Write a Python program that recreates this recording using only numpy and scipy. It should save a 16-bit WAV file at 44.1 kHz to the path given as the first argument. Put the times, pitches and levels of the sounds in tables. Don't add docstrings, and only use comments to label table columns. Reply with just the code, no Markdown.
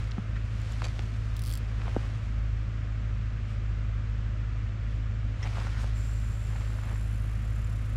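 import sys
import numpy as np
from scipy import signal
from scipy.fft import rfft, irfft
from scipy.io import wavfile
from scipy.ndimage import uniform_filter1d, map_coordinates

SR = 44100
rng = np.random.default_rng(int(sys.argv[2]) if len(sys.argv) > 2 else 0)


def digitize_waveform(pressure):
    field = np.atleast_2d(pressure).T
    bounded = np.clip(field, -1, 1)
    quanta = np.round(bounded * 32767).astype(np.int16)
    wavfile.write(sys.argv[1], SR, quanta)


N = 351036
T = np.arange(N) / SR

# (pitch [Hz], width [Hz], level [dB])
SPOOL_TONES = [(7200, 200, 0), (7570, 320, -2)]


def reel(bounce_s=.0008, bounce_db=-4.5):
    # (time [s], level [dB])
    teeth = [(1.3665, -29.5), (1.3933, -28.5), (1.4197, -29), (1.4378, -28.5), (1.4513, -31), (1.4613, -28),
             (1.4692, -28), (1.477, -28), (1.485, -32), (1.494, -28), (1.503, -27), (1.5133, -26),
             (1.525, -26), (1.5376, -25), (1.5536, -26.5), (1.5745, -27)]
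    # (frequency [Hz], level [dB])
    snap_colour = [(1000, -21), (2800, -6), (4500, -4), (6300, -3.5), (7000, -10), (8000, -10),
                   (8600, -4.5), (10000, -5.5), (11000, -8), (14000, -10), (15800, -12)]
    # (pitch [Hz], width [Hz], level [dB])
    spring_tones = [(3380, 320, 4), (4500, 570, 6), (5300, 520, -5), (7540, 180, 8), (9540, 720, -1),
                    (12300, 1400, -5)]
    # (time [s], level [dB])
    flick_times = [(.6155, -39), (.7215, -38), (7.059, -47), (7.432, -51), (7.562, -45), (7.645, -47)]
    bounces = [(s + bounce_s, db + bounce_db) for s, db in teeth]
    catch = snaps(teeth + bounces, decay_s=.00034, buzz_db=-19.5, buzz_s=.009)
    flicks = snaps(flick_times, decay_s=.001, buzz_db=-24, buzz_s=.006)
    spring = sum(undb(db) * band(catch, hz, width) for hz, width, db in spring_tones)
    clicks = colour(catch, snap_colour) + undb(-8) * spring
    return clicks + undb(-15) * flicks + undb(14) * ring(flicks, SPOOL_TONES)


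def snaps(rows, decay_s, buzz_db, buzz_s):
    out, t = np.zeros(N), T[:4096]
    for s, db in rows:
        crack = noise(len(t)) * np.exp(-t / decay_s)
        crack *= np.sqrt(decay_s * SR / 2 / np.sum(crack ** 2))
        buzz = undb(buzz_db) * noise(len(t)) * np.exp(-t / buzz_s)
        add(out, s, undb(db) * (crack + buzz))
    return out


def running_line(release_s=5.935, slowing_s=1.3, start_coils_per_s=130):
    # (frequency [Hz], level [dB])
    slide_colour = [(1500, -22), (4000, -4), (6500, 0), (8400, -5), (9600, 1.5), (11500, -7), (13500, -7),
                    (14600, -23), (15500, -28)]
    # (frequency [Hz], level [dB])
    fizz_colour = [(1500, -8), (5000, 2), (8500, -6), (12000, -13), (14000, -10), (15500, -13)]
    since = np.maximum(T - release_s, 0)
    speed = np.exp(-since / slowing_s)
    coils_per_s = start_coils_per_s * speed
    turn = 2 * np.pi * np.cumsum(coils_per_s * (1 + 0.088 * drift(25))) / SR
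    pulse = 1 + (.24 + .22 * (1 - speed)) * np.sin(turn)
    friction = noise() + undb(-7) * grains(rate=coils_per_s * 4, spread_db=1)
    slide = unit(colour(friction * pulse, slide_colour))
    fizz = unit(colour(noise() * pulse, fizz_colour)) * speed ** 1.8
    bright = unit(steep_band(noise() * pulse, hz=10200, width=3500)) * swell(7.03, 0.3)
    thinning_db = -7 * swell(7.27, 0.12)
    pressure = (0.16 + 0.84 * speed ** 1.6) * undb(drift(45) + thinning_db)
    spool = unit(ring(noise() * pulse, SPOOL_TONES))
    wander = np.cumsum(1 + 0.0044 * drift(40))
    spool = pressure * map_coordinates(spool, [wander], mode="mirror")
    whistle = unit(band(noise() * pulse, hz=13030, width=130))
    whistle *= np.sqrt(speed) * np.clip((T - 6.2) / .2, 0, 1)
    hiss = undb(-65.5) * slide + undb(-63) * fizz + undb(-69) * bright
    tones = undb(-59) * spool + undb(-81) * whistle
    fade_in = np.minimum(since / .04, 1)
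    return (hiss + tones) * undb(0.27 * drift(26)) * fade_in


def swish(fastest_hz=1500):
    # (time [s], speed [share of the fastest])
    swing = [(5.35, 0), (5.5, 0.51), (5.59, 0.88), (5.68, 0.82), (5.78, 1), (5.88, 0.28), (5.98, 0)]
    speed = curve(swing)
    swirls = unit(steep_band(noise(), fastest_hz, width=1400))
    gliding = np.interp(np.cumsum(speed), np.arange(N), swirls)
    return gliding * speed ** 3 * undb(-49)


def knocks(glide_cycles=1.49):
    # (time [s], level [dB], last pitch [Hz], first pitch [Hz], rise [s], decay [s], ring level [dB])
    hits = [(0.182, -21.5, 180, 237, 0.00055, 0.0092, -28.5),
            (0.8198, -21, 500, 1720, 0.000092, 0.00098, -35), (.829, -33, 378, 1300, .00016, 0.0031, -53),
            (.864, -36, 340, 1140, .00018, 0.0027, -52),
            (0.9929, -23.5, 794, 3200, 0.000062, 0.00046, -31.5),
            (1.818, -29, 1060, 3700, 0.00013, .00095, -52), (1.8593, -34, 560, 1750, 0.00011, 0.0015, -45),
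            (1.88, -28, 445, 1550, 0.0002, 0.0021, -47), (1.9645, -15, 190, 900, 0.0024, 0.0031, -27.5),
            (6.5555, -37, 760, 1100, .0004, 0.0029, -52)]
    # (pitch [Hz], level [dB], decay [s])
    rod_tones = [(365, -2, 0.0049), (513, -7.5, .004), (765, -2, 0.0029), (1190, -2.5, 0.0017),
                 (1500, -17, .003)]
    out, t = np.zeros(N), T[:4096]
    rod = sum(undb(db) * np.sin(2 * np.pi * hz * t) * np.exp(-t / decay) for hz, db, decay in rod_tones)
    for s, db, last_hz, first_hz, rise, decay, ring_db in hits:
        hz = last_hz + (first_hz - last_hz) * np.exp(-t * first_hz / glide_cycles)
        loudness = (1 - np.exp(-t / rise)) * np.exp(-t / decay)
        blow = np.sin(2 * np.pi * np.cumsum(hz) / SR) * loudness
        add(out, s, undb(db) * blow / abs(blow).max() + undb(ring_db) * rod)
    return out


def clacks():
    # (time [s], level [dB], length [s], brightest frequency [Hz])
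    bursts = [(0.8406, -37, 0.0067, 3200), (0.849, -38, 0.0083, 4400), (0.862, -47, 0.0034, 3000),
              (.8683, -40, 0.0017, 5200), (0.883, -43, 0.0027, 3700)]
    # (pitch [Hz], width [Hz], level [dB])
    metal_tones = [(1950, 300, -7), (2400, 300, 4), (3150, 480, -0.5), (3970, 400, 0), (4550, 260, -1),
                   (5950, 800, -4), (7540, 270, 0), (9900, 500, 4)]
    out, t = np.zeros(N), T[:4096]
    for s, burst_db, length, bright_hz in bursts:
        burst = noise(len(t)) * np.exp(-(t / length) ** 4)
        chatter = band(burst, bright_hz, width=bright_hz)
        metal = sum(undb(db) * band(chatter, hz, width) for hz, width, db in metal_tones)
        add(out, s, undb(burst_db) * metal * np.sqrt(length * SR / np.sum(metal ** 2)))
    return out


def scuffs(width_share=0.79):
    # (time [s], level [dB], length [s], centre frequency [Hz])
    rubs = [(.111, -49, 0.0039, 5000), (.1165, -41.5, 0.0031, 3300), (0.355, -45, 0.023, 1610),
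            (0.82, -38, 0.0018, 2800), (0.9905, -49, 0.0047, 3300), (5.793, -52, 0.057, 9900)]
    out = np.zeros(N)
    for s, db, length, hz in rubs:
        progress = T[:8192] / length
        loudness = np.exp(-4 * (progress - .5) ** 2) * np.minimum(10 * progress, 1)
        rub = steep_band(noise(len(progress)), hz, width_share * hz) * loudness
        add(out, s, undb(db) * rub * np.sqrt(length * SR / np.sum(rub ** 2)))
    return out


def squeak(unevenness=0.13, upper_width_hz=450):
    # (time [s], slips [per s], level [dB], upper tone [Hz])
    slipping = [(5.425, 760, -73, 5260), (5.428, 890, -38.5, 5200), (5.44, 980, -45, 5750),
                (5.448, 830, -52, 6150), (5.458, 1050, -70, 6250)]
    # (pitch [Hz], width [Hz], level [dB])
    grip_tones = [(2050, 400, 5.5), (3050, 800, -5), (5300, 500, -11)]
    slips_per_s = curve(slipping) * (1 + unevenness * drift(1500))
    jerks = np.diff(np.floor(np.cumsum(slips_per_s) / SR), prepend=0)
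    body = sum(undb(db) * steep_band(jerks, hz, width) for hz, width, db in grip_tones)
    turn = np.exp(2j * np.pi * np.cumsum(curve(slipping, column=3)) / SR)
    fading = signal.lfilter([1], [1, -np.exp(-np.pi * upper_width_hz / SR)], jerks / turn)
    upper = colour((turn * fading).imag, [(2500, -20), (5000, 0)])
    sounding = (T > slipping[0][0]) & (T < slipping[-1][0])
    return (unit(body) + undb(-5) * unit(upper)) * undb(curve(slipping, column=2)) * sounding


def sleeve_folds(crinkle_db=-15, crinkle_s=0.0055, lead_s=.003, decay_cycles=0.3):
    # (time [s], level [dB], pitch [Hz])
    folds = [(1.834, -37, 1100), (1.87, -37, 1000), (5.474, -29.5, 1800), (5.5585, -33, 1300),
             (5.5691, -29, 950), (5.5726, -27, 895), (5.5821, -31, 1100), (5.584, -30, 600),
             (5.5987, -38, 1400), (5.614, -29, 1100), (5.6698, -26.5, 1090), (5.835, -35, 800),
             (5.8417, -33, 1100), (5.844, -32, 600), (6.5612, -32, 1900), (6.6108, -36, 1200),
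             (6.704, -35, 1200), (6.7874, -32, 1090), (6.8364, -36, 1100), (6.874, -35, 1050),
             (6.889, -33, 1200), (6.8955, -33, 1500), (6.9151, -34, 1000), (6.9582, -32.5, 1500),
             (7.244, -42, 1050)]
    out, t = np.zeros(N), T[:2048] - lead_s
    for s, db, hz in folds:
        pop = np.sin(2 * np.pi * hz * t) * np.exp(-abs(hz * t) / decay_cycles)
        crinkle = unit(band(noise(len(t)), hz, hz / 2)) * np.exp(-abs(t) / crinkle_s) * (t > 0)
        add(out, s - lead_s, undb(db) * (pop / pop.max() + undb(crinkle_db) * crinkle))
    return out


def jacket(rise_share=0.42):
    # (time of the peak [s], length [s], creasing level [dB], sliding level [dB])
    moves = [(0.0, 0.1, -49.5, -56), (0.71, 0.25, -56.5, -53.5), (0.85, 0.054, -47, -64),
             (1.033, 0.077, -56, -59), (1.255, 0.95, -70.5, -60.5), (1.878, 0.22, -50.5, -58.5),
             (1.998, 0.16, -55.5, -56.5), (3.507, 0.036, -84, -58.5), (4.922, 0.066, -84, -63),
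             (5.462, 0.063, -48, -55.5), (5.592, 0.13, -47.5, -49.5), (5.816, 0.17, -53.5, -54),
             (6.608, 0.31, -54.5, -60.5), (6.887, 0.06, -51, -68)]
    # (frequency [Hz], level [dB])
    crease_colour = [(150, -7), (350, 1), (700, 1.5), (1400, -2.5), (2300, -4), (4000, -16), (8000, -34.5),
                     (14000, -47.5)]
    # (frequency [Hz], level [dB])
    slide_colour = [(300, -8.5), (1200, 1), (3000, 4.5), (5000, 1), (7500, -5), (9000, -10), (12000, -18),
                    (15500, -34)]
    crackle = unit(colour(grains(rate=1800, spread_db=3), crease_colour)) * undb(1.5 * drift(70))
    pops = unit(colour(grains(rate=120, spread_db=1), crease_colour))
    hiss = unit(colour(grains(rate=9000, spread_db=2.5), slide_colour)) * undb(drift(40))
    creasing = sliding = 0
    for s, length, crease_db, slide_db in moves:
        from_peak = np.maximum((s - T) / rise_share, (T - s) / (1 - rise_share)) / length
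        power = np.exp(-np.minimum(from_peak, 20))
        creasing += power * undb(crease_db) ** 2
        sliding += power * undb(slide_db) ** 2
    return (crackle + undb(-14) * pops) * np.sqrt(creasing) + hiss * np.sqrt(sliding)


def engine(firings_per_cycle=8, start_db=-30.5, growth_db_per_s=0.21):
    # (time [s], firings [per s])
    idle = [(0, 53.7), (1.25, 53.9), (2.2, 53.15), (3.0, 53.7), (3.7, 52.65), (4.9, 53.05), (7.96, 53.1)]
    # (multiple of the cycle, level [dB])
    exhaust_tones = [(6, -30.5), (8, 3), (12, -14), (13, -12.5), (14, -17.5), (16, 0.5), (18, -25),
                     (20, -27), (28, -23), (34, -27.5)]
    # (time [s], depth for the lowest tones [dB])
    dips = [(.23, 6.5), (.68, 2.5), (1.112, 2), (2.2, 8), (4.05, 4.5), (4.75, 3.5), (5.38, 4), (6.8, 3.5)]
    cycles_per_s = curve(idle) / firings_per_cycle * (1 + 0.0015 * drift(5))
    turn = 2 * np.pi * np.cumsum(cycles_per_s) / SR
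    waver_db = 0.94 * drift(6.7) - sum(depth * swell(s, .065) for s, depth in dips)
    hum = np.zeros(N)
    for multiple, db in exhaust_tones:
        share = 1 if multiple <= firings_per_cycle else 0.15
        hum += undb(db + share * waver_db) * np.sin(multiple * turn)
    return unit(hum) * undb(start_db + growth_db_per_s * T)


def country(level_db=-40.5):
    # (frequency [Hz], level [dB])
    rush_colour = [(12, -23.5), (38, 2), (125, 0), (160, -7), (220, -8.5), (310, -16), (400, -21.5),
                   (600, -20), (880, -28.5), (1250, -20.5), (2500, -26), (4000, -36), (7500, -44),
                   (9500, -60), (14000, -94)]
    return unit(colour(noise(), rush_colour)) * undb(level_db + 0.074 * drift(3.4))


def undb(db):
    return 10 ** (np.asarray(db) / 20)


def unit(x):
    return x / np.sqrt(np.mean(x ** 2))


def curve(rows, column=1):
    rows = np.array(rows)
    return np.interp(T, rows[:, 0], rows[:, column])


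def swell(s, length):
    return np.exp(-((T - s) / length) ** 2)


def noise(size=N):
    return rng.standard_normal(size)


def drift(rate):
    hold = max(int(SR / rate), 1)
    steps = np.repeat(noise(N // hold + 1), hold)
    return 1.41 * uniform_filter1d(uniform_filter1d(steps, hold), hold)[:N]


def grains(rate, spread_db):
    taps = (rng.random(N) < rate / SR) * noise()
    return unit(taps * undb(spread_db * np.clip(noise(), -2, 2)))


def colour(x, points):
    hz, db = np.transpose(points)
    frequencies = np.maximum(np.fft.rfftfreq(len(x), 1 / SR), 1)
    gain = undb(np.interp(np.log(frequencies), np.log(hz), db))
    return irfft(rfft(x) * gain, len(x))


def band(x, hz, width):
    angle = 2 * np.pi * hz / SR
    damping = np.tan(np.pi * width / SR)
    return signal.lfilter([damping, 0, -damping], [1 + damping, -2 * np.cos(angle), 1 - damping], x + 1e-18)


def steep_band(x, hz, width):
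    return band(band(x, hz, width), hz, width)


def ring(x, tones):
    return sum((-1) ** k * undb(db) * band(x, hz, width) for k, (hz, width, db) in enumerate(tones))


def add(out, s, x):
    start = int(s * SR)
    out[start:start + len(x)] += x[:N - start]


def scene():
    # (frequency [Hz], level [dB])
    muffle = [(7000, -2.5), (10000, -14), (15000, -19)]
    handling = colour(knocks() + scuffs() + clacks() + sleeve_folds() + squeak(), muffle)
    background = engine() + country()
    return (background + jacket() + swish() + running_line() + reel() + handling)[None]


def record(dry):
    return signal.sosfilt(signal.ellip(10, .2, 80, 15800, fs=SR, output="sos"), dry)


dry = scene()
out = record(dry)
digitize_waveform(out)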